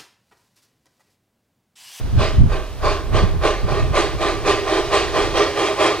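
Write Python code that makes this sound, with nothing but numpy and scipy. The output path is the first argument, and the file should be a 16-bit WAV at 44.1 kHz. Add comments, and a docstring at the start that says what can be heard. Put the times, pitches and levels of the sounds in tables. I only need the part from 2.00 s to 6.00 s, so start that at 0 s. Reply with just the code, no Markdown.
"""Wind buffets a stereo microphone in a snowy forest, then dies down. Through it a narrow-gauge steam
locomotive pulls towards the microphone, gathering speed. Each exhaust beat, strong and weak in turn,
opens with a hollow bark and roars through the ringing chimney with a hiss of steam, and the trees
scatter it back. Steam leaks between the beats, louder as the engine draws nearer."""
import sys
import numpy as np
from scipy import signal
from scipy.fft import rfft, irfft
from scipy.io import wavfile
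from scipy.ndimage import uniform_filter1d

SR = 44100
rng = np.random.default_rng(int(sys.argv[2]) if len(sys.argv) > 2 else 0)


def materialize(psi):
    """Save the field psi as 16-bit PCM at rate SR to the path in sys.argv[1].

    A 1-D psi becomes a single channel; in a 2-D psi each row is a channel.
    """
    bounded = np.clip(np.atleast_2d(psi).T, -1, 1)
    quanta = np.round(bounded * 32767).astype(np.int16)
    wavfile.write(sys.argv[1], SR, quanta)


N = 176400
T, HZ = np.arange(N) / SR, np.fft.rfftfreq(N, 1 / SR)

# spectra of the breeze and of a buffet on the microphone: f/Hz, level/dB
WIND_SPECTRUM = [(8, -42), (25, 6), (50, 1.5), (90, -6), (130, -10.5), (180, -19), (260, -23), (500, -33),
                 (1500, -38), (6000, -91)]
BUFFET_SPECTRUM = [(10, -6), (35, -0.5), (70, 3.5), (115, 2), (170, -8.5), (240, -16), (400, -30.5),
                   (1500, -56), (6000, -95)]
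# the breeze dying down: t/s, level/dB
WIND_LEVEL = [(0, -22.5), (.3, -21.5), (.52, -16.5), (.65, -29.5), (.78, -31), (.86, -17.5), (1.02, -29),
              (1.15, -16), (1.36, -19), (1.55, -25.5), (1.75, -22), (1.92, -21), (2.1, -28), (2.5, -27.5),
              (2.65, -33), (3.35, -27), (3.55, -42), (4, -41)]
# single buffets: t/s, width/s, level/dB, right minus left/dB
BUFFETS = [(0.053, 0.0099, -25, -15), (0.178, 0.037, -12, 3.5), (0.421, 0.033, -4, 2.5),
           (0.863, 0.017, -21.5, 0), (1.153, 0.014, -18, 13), (1.236, 0.014, -10, 1.5),
           (1.648, 0.01, -13.5, 0), (1.73, 0.016, -18, 3), (1.83, 0.017, -16, 2.5), (1.911, 0.013, -16, 4),
           (2.158, .012, -21, 0), (3.249, 0.0042, -27, -15)]
# the microphone's own hiss: f/Hz, level/dB
MIC_HISS_SPECTRUM = [(100, -2), (4000, -5), (11000, 6.5), (15500, 0)]
# leaking steam: f/Hz, level/dB
LEAK_SPECTRUM = [(30, -35), (85, 6), (120, 1.5), (190, -7), (400, 3), (900, -1.5), (1500, -7), (3500, -8),
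                 (6000, -13), (9000, -22), (13000, -25.5), (15700, -22)]
# the leak drawing nearer: t/s, level/dB
LEAK_LEVEL = [(0, -40), (.7, -40.5), (1.4, -42), (2.1, -37), (3, -30.5), (4, -31.5)]
# exhaust beats: t/s, rise/s, hold/s, then relative level/dB of roar, hiss, fizz and bark
BEATS = [(0.155, 0.062, 0.021, -22.5, -25.5, -41, -19), (0.476, 0.051, 0.033, -26.5, -35, -51, -25),
         (0.802, 0.056, 0.05, -22, -27, -43, -12.5), (1.113, 0.048, 0.015, -18.5, -25.5, -45, -19),
         (1.404, .05, 0.013, -16, -22.5, -37, -15.5), (1.65, 0.051, 0.091, -23, -32, -51, -22.5),
         (1.916, 0.054, 0.025, -16, -21.5, -33, -14), (2.172, 0.051, 0.064, -19, -26.5, -42, -23.5),
         (2.431, 0.046, 0.021, -14.5, -20.5, -33, -19.5), (2.635, 0.061, 0.082, -19, -26.5, -41.5, -23),
         (2.895, 0.048, 0.021, -15, -19.5, -32.5, -16), (3.117, 0.047, 0.047, -18.5, -24.5, -38, -19),
         (3.328, .042, 0.034, -15.5, -21.5, -41, -17), (3.538, 0.051, 0.074, -19, -25.5, -37, -27),
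         (3.763, 0.051, 0.052, -16.5, -21, -33.5, -14)]
# spectra of those four parts: f/Hz, level/dB
ROAR_SPECTRUM = [(30, -27), (120, -7.5), (220, -13.5), (290, -2), (400, 6), (700, -8), (930, -11),
                 (1100, -15.5), (1400, -7), (2200, -18.5), (5000, -33)]
HISS_SPECTRUM = [(500, -20.5), (1200, -6.5), (1600, -0.5), (2150, 0), (2600, -1.5), (3000, -1), (3500, -3),
                 (4200, -2), (4900, -6), (6000, -10.5), (8000, -18.5), (12000, -38)]
FIZZ_SPECTRUM = [(2500, 3), (5000, -3.5), (6600, 5.5), (8000, 3), (9000, 2.5), (10500, -2), (12500, -37.5),
                 (14300, -82), (15700, -59)]
BARK_SPECTRUM = [(200, -31), (400, -5), (520, -5), (615, 11.5), (700, -7), (800, -0.5), (930, -13.5),
                 (1030, 6), (1200, -0.5), (1330, -8), (1580, -12), (2000, -34), (5000, -45)]
# chimney and smokebox resonances: f/Hz, width/Hz, relative level/dB midway, growth on approach/(dB/s)
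RESONANCES = [(336.9, 17.3, -9, 1), (405.5, 21.6, -4.5, 1.1), (487, 40, -16.5, 0), (530, 71, -15.5, 1.9),
              (635.5, 40, -9, -0.04), (704, 66, -32, 7.9), (777, 90, -10, 1.5), (1038, 45, -10, 0.9),
              (1160, 25, -14, -1), (1192, 44, -9.5, 0), (1554, 44, -21, -5.8), (1857, 84, -16, 1.7),
              (2426, 180, -15.5, 0.2), (3270, 45, -24.5, 7)]
# reflections off ground, boiler and bank: delay/s, gain
REFLECTIONS = [(.0047, .1), (.0113, .13), (0.02, .12)]
# decay of the forest echo: f/Hz, t60/s
FOREST_T60 = [(200, 0.87), (500, 0.61), (1500, 0.52), (4000, 0.38), (12000, 0.39)]
# likeness of the two microphone ports: f/Hz, likeness (capped at 1)
PORT_LIKENESS = [(100, 0.7), (350, 1), (1000, 0.9), (2500, 2), (4500, 0.15), (7500, 0.74), (10200, 0.46),
                 (11500, 1.36), (13500, 2.1), (15500, .8)]
# phase between the ports: f/Hz, lead of the left/rad
PORT_LEAD = [(200, .02), (1000, 0.51), (2800, 0.87), (3800, 0.85), (4700, 0.61), (5400, 1.9), (6400, 1.58),
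             (7200, 2.6), (8000, 1.24), (8800, 2.04), (10200, 2), (11000, 3.06), (15500, 3.4)]
# balance of the ports: f/Hz, left minus right/dB
PORT_BALANCE = [(200, -1.5), (400, -4), (1000, -1.1), (2500, -1), (4800, -1.5), (6700, -1), (7700, 4),
                (8600, 0), (11000, -0.5)]


def amp(db):
    """Decibels to gain."""
    return 10 ** (np.asarray(db) / 20)


def unit_rms(x):
    """Scales to rms 1."""
    return x / np.sqrt(np.mean(x ** 2) + 1e-20)


def curve(points, hz=HZ):
    """Reads a table along log frequency."""
    f, value = np.transpose(points)
    return np.interp(np.log(hz + 1), np.log(f + 1), value)


def fader(points):
    """Gain over time from points of t/s, level/dB."""
    return amp(np.interp(T, *np.transpose(points)))


def noise(spectrum):
    """Two unrelated noises with the given spectrum, at rms 1."""
    return unit_rms(irfft(rfft(rng.standard_normal((2, N))) * amp(curve(spectrum)), N))


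def steadied(x, samples):
    """Takes the slow chance swells out of a noise."""
    return x / np.sqrt(abs(uniform_filter1d(x ** 2, samples, axis=-1)) + 1e-12)


def eddies(spectrum, likeness=0.057):
    """Turbulence right at the microphone, barely shared by its two ports."""
    left, other = noise(spectrum)
    right = likeness * left + np.sqrt(1 - likeness ** 2) * other
    return steadied(np.array([left, right]), samples=1800)


def wind(right_bias_db=3.5):
    """A dying breeze rumbles on the microphone, with a few hard buffets."""
    sides = np.array([[-.5], [.5]])
    breeze = eddies(WIND_SPECTRUM) * fader(WIND_LEVEL) * amp(sides * right_bias_db)
    buffet_power = sum(amp(db + sides * pan_db) ** 2 * np.exp(-((T - at) / width) ** 2)
                       for at, width, db, pan_db in BUFFETS)
    return breeze + eddies(BUFFET_SPECTRUM) * np.sqrt(buffet_power)


def mic_hiss():
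    """The microphone's own faint, steady noise."""
    return amp(-55) * noise(MIC_HISS_SPECTRUM)


def steam_leak():
    """Steam escapes all the while, louder as the distance closes."""
    return fader(LEAK_LEVEL) * noise(LEAK_SPECTRUM)


def steam_flow(part, lag_s, swell_db, fall_db_per_s, flutter_db, hold_share=1):
    """One part of every beat: the valve opens, holds, and the cylinder empties with turbulent flutter."""
    column = ("roar", "hiss", "fizz", "bark").index(part)
    clock = T[::16]
    power = np.zeros(len(clock))
    for start, rise, hold, *levels_db in BEATS:
        since_open = clock - start - lag_s - rise
        opening_db = swell_db * np.minimum(since_open / rise, 0) ** 2
        emptying_db = fall_db_per_s * np.maximum(since_open - hold * hold_share, 0)
        power += amp(levels_db[column] - opening_db - emptying_db) ** 2
    flutter = unit_rms(uniform_filter1d(rng.standard_normal(N), size=220))
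    return np.interp(T, clock, np.sqrt(power)) * amp(flutter_db * flutter)


def chimney(roar_db=-8, ring_db=-2, midway_s=2):
    """Each blast roars out of the stack and rings its resonances."""
    flow = steam_flow("roar", lag_s=0.00082, swell_db=18.3, fall_db_per_s=167, flutter_db=0.97)
    out = amp(roar_db) * flow * noise(ROAR_SPECTRUM)
    for hz, width, db, growth in RESONANCES:
        band = 1 / (1 + ((HZ - hz) / (0.77 * width)) ** 2)
        ring = irfft(rfft(rng.standard_normal((2, N))) * band, N)
        ring = unit_rms(steadied(ring, samples=4000))
        pole = np.exp(-np.pi * width / SR)  # narrow resonances ring on longer
        envelope = signal.lfilter([1 - pole], [1, -pole], flow)
        out += ring * envelope * amp(ring_db + db + growth * (T - midway_s))
    return out


def bark(gain_db=-3.5):
    """The short, hollow crack as the valve opens, clearest on the strong beats."""
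    flow = steam_flow("bark", lag_s=0.0025, swell_db=29.5, fall_db_per_s=230, flutter_db=1.37,
                      hold_share=0.13)
    return amp(gain_db) * flow * noise(BARK_SPECTRUM)


def shifting_colour(x, depth_db=2.34):
    """The jet's colour drifts in patches a few hundred Hz wide and some 70 ms long."""
    spectra = signal.stft(x, nperseg=512)[2]
    patches = uniform_filter1d(rng.standard_normal(spectra.shape[1:]), size=4, axis=0)
    patches = unit_rms(uniform_filter1d(patches, size=12, axis=1))
    return unit_rms(signal.istft(spectra * amp(depth_db * patches), nperseg=512)[1][:, :N])


def steam_jet(hiss_db=-2, fizz_db=-1):
    """The hiss and fine fizz of the jet, combed by surfaces near the engine."""
    hiss_flow = steam_flow("hiss", lag_s=0.0094, swell_db=21.8, fall_db_per_s=132, flutter_db=1.05)
    hiss = amp(hiss_db) * hiss_flow * shifting_colour(noise(HISS_SPECTRUM))
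    fizz_flow = steam_flow("fizz", lag_s=0.0067, swell_db=45, fall_db_per_s=235, flutter_db=1.5)
    direct = hiss + amp(fizz_db) * fizz_flow * noise(FIZZ_SPECTRUM)
    return direct + sum(gain * np.pad(direct, ((0, 0), (int(delay * SR), 0)))[:, :N]
                        for delay, gain in REFLECTIONS)


def forest_echo(x, gain_db=-10.5, build_s=0.034, paths=4):
    """Trunks scatter the sound back by paths that change as the engine moves; the treble dies first."""
    hz, t, spectra = signal.stft(rng.standard_normal((paths, 2, 2 ** 15)), SR, nperseg=256)
    decay = amp(-60 * t / curve(FOREST_T60, hz)[:, None])
    build = np.minimum(t / build_s, 1) ** 2
    tails = signal.istft(spectra * decay * build, SR, nperseg=256)[1]
    path = np.searchsorted([beat[0] for beat in BEATS], T) % paths  # each beat takes the next path
    echo = sum(signal.fftconvolve(x * (path == k), tail / np.linalg.norm(tail[0]), axes=1)
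               for k, tail in enumerate(tails))
    return amp(gain_db) * echo[:, :N]


def mic_ports(x):
    """Two closely spaced ports pick up the train with a small delay and differing colour."""
    right, other = rfft(x)
    likeness = np.clip(curve(PORT_LIKENESS), 0, 1)
    left = likeness * right + np.sqrt(1 - likeness ** 2) * other
    left *= np.exp(1j * curve(PORT_LEAD))
    tilt = amp(curve(PORT_BALANCE) / 2)
    return irfft(np.array([left * tilt, right / tilt]), N)


def scene():
    """Exhaust, echo and leaking steam out among the trees; wind and faint hiss at the microphone."""
    exhaust = chimney() + bark() + steam_jet()
    train = mic_ports(exhaust + forest_echo(exhaust) + steam_leak())
    return train + wind() + mic_hiss()


def record(dry, threshold_db=-6, ratio=2, detector_fall_db_per_s=73, edge_hz=15700):
    """A compressor ducks the hardest buffets, peaks clip, and the top treble is cut off."""
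    power = abs(uniform_filter1d(dry ** 2, 400, axis=1)).max(0)  # the louder channel rules
    fall_db = T * detector_fall_db_per_s
    held_db = np.maximum.accumulate(10 * np.log10(power + 1e-12) + fall_db) - fall_db
    over_db = np.maximum(held_db - threshold_db, 0)
    duck_db = (1 - 1 / ratio) * uniform_filter1d(over_db, size=200)
    clipped = np.clip(dry / amp(duck_db), -1, 1)
    lowpass = signal.firwin(511, edge_hz, window=("kaiser", 9), fs=SR)
    return signal.oaconvolve(clipped, lowpass[None], "same")


dry = scene()
out = record(dry)
materialize(out)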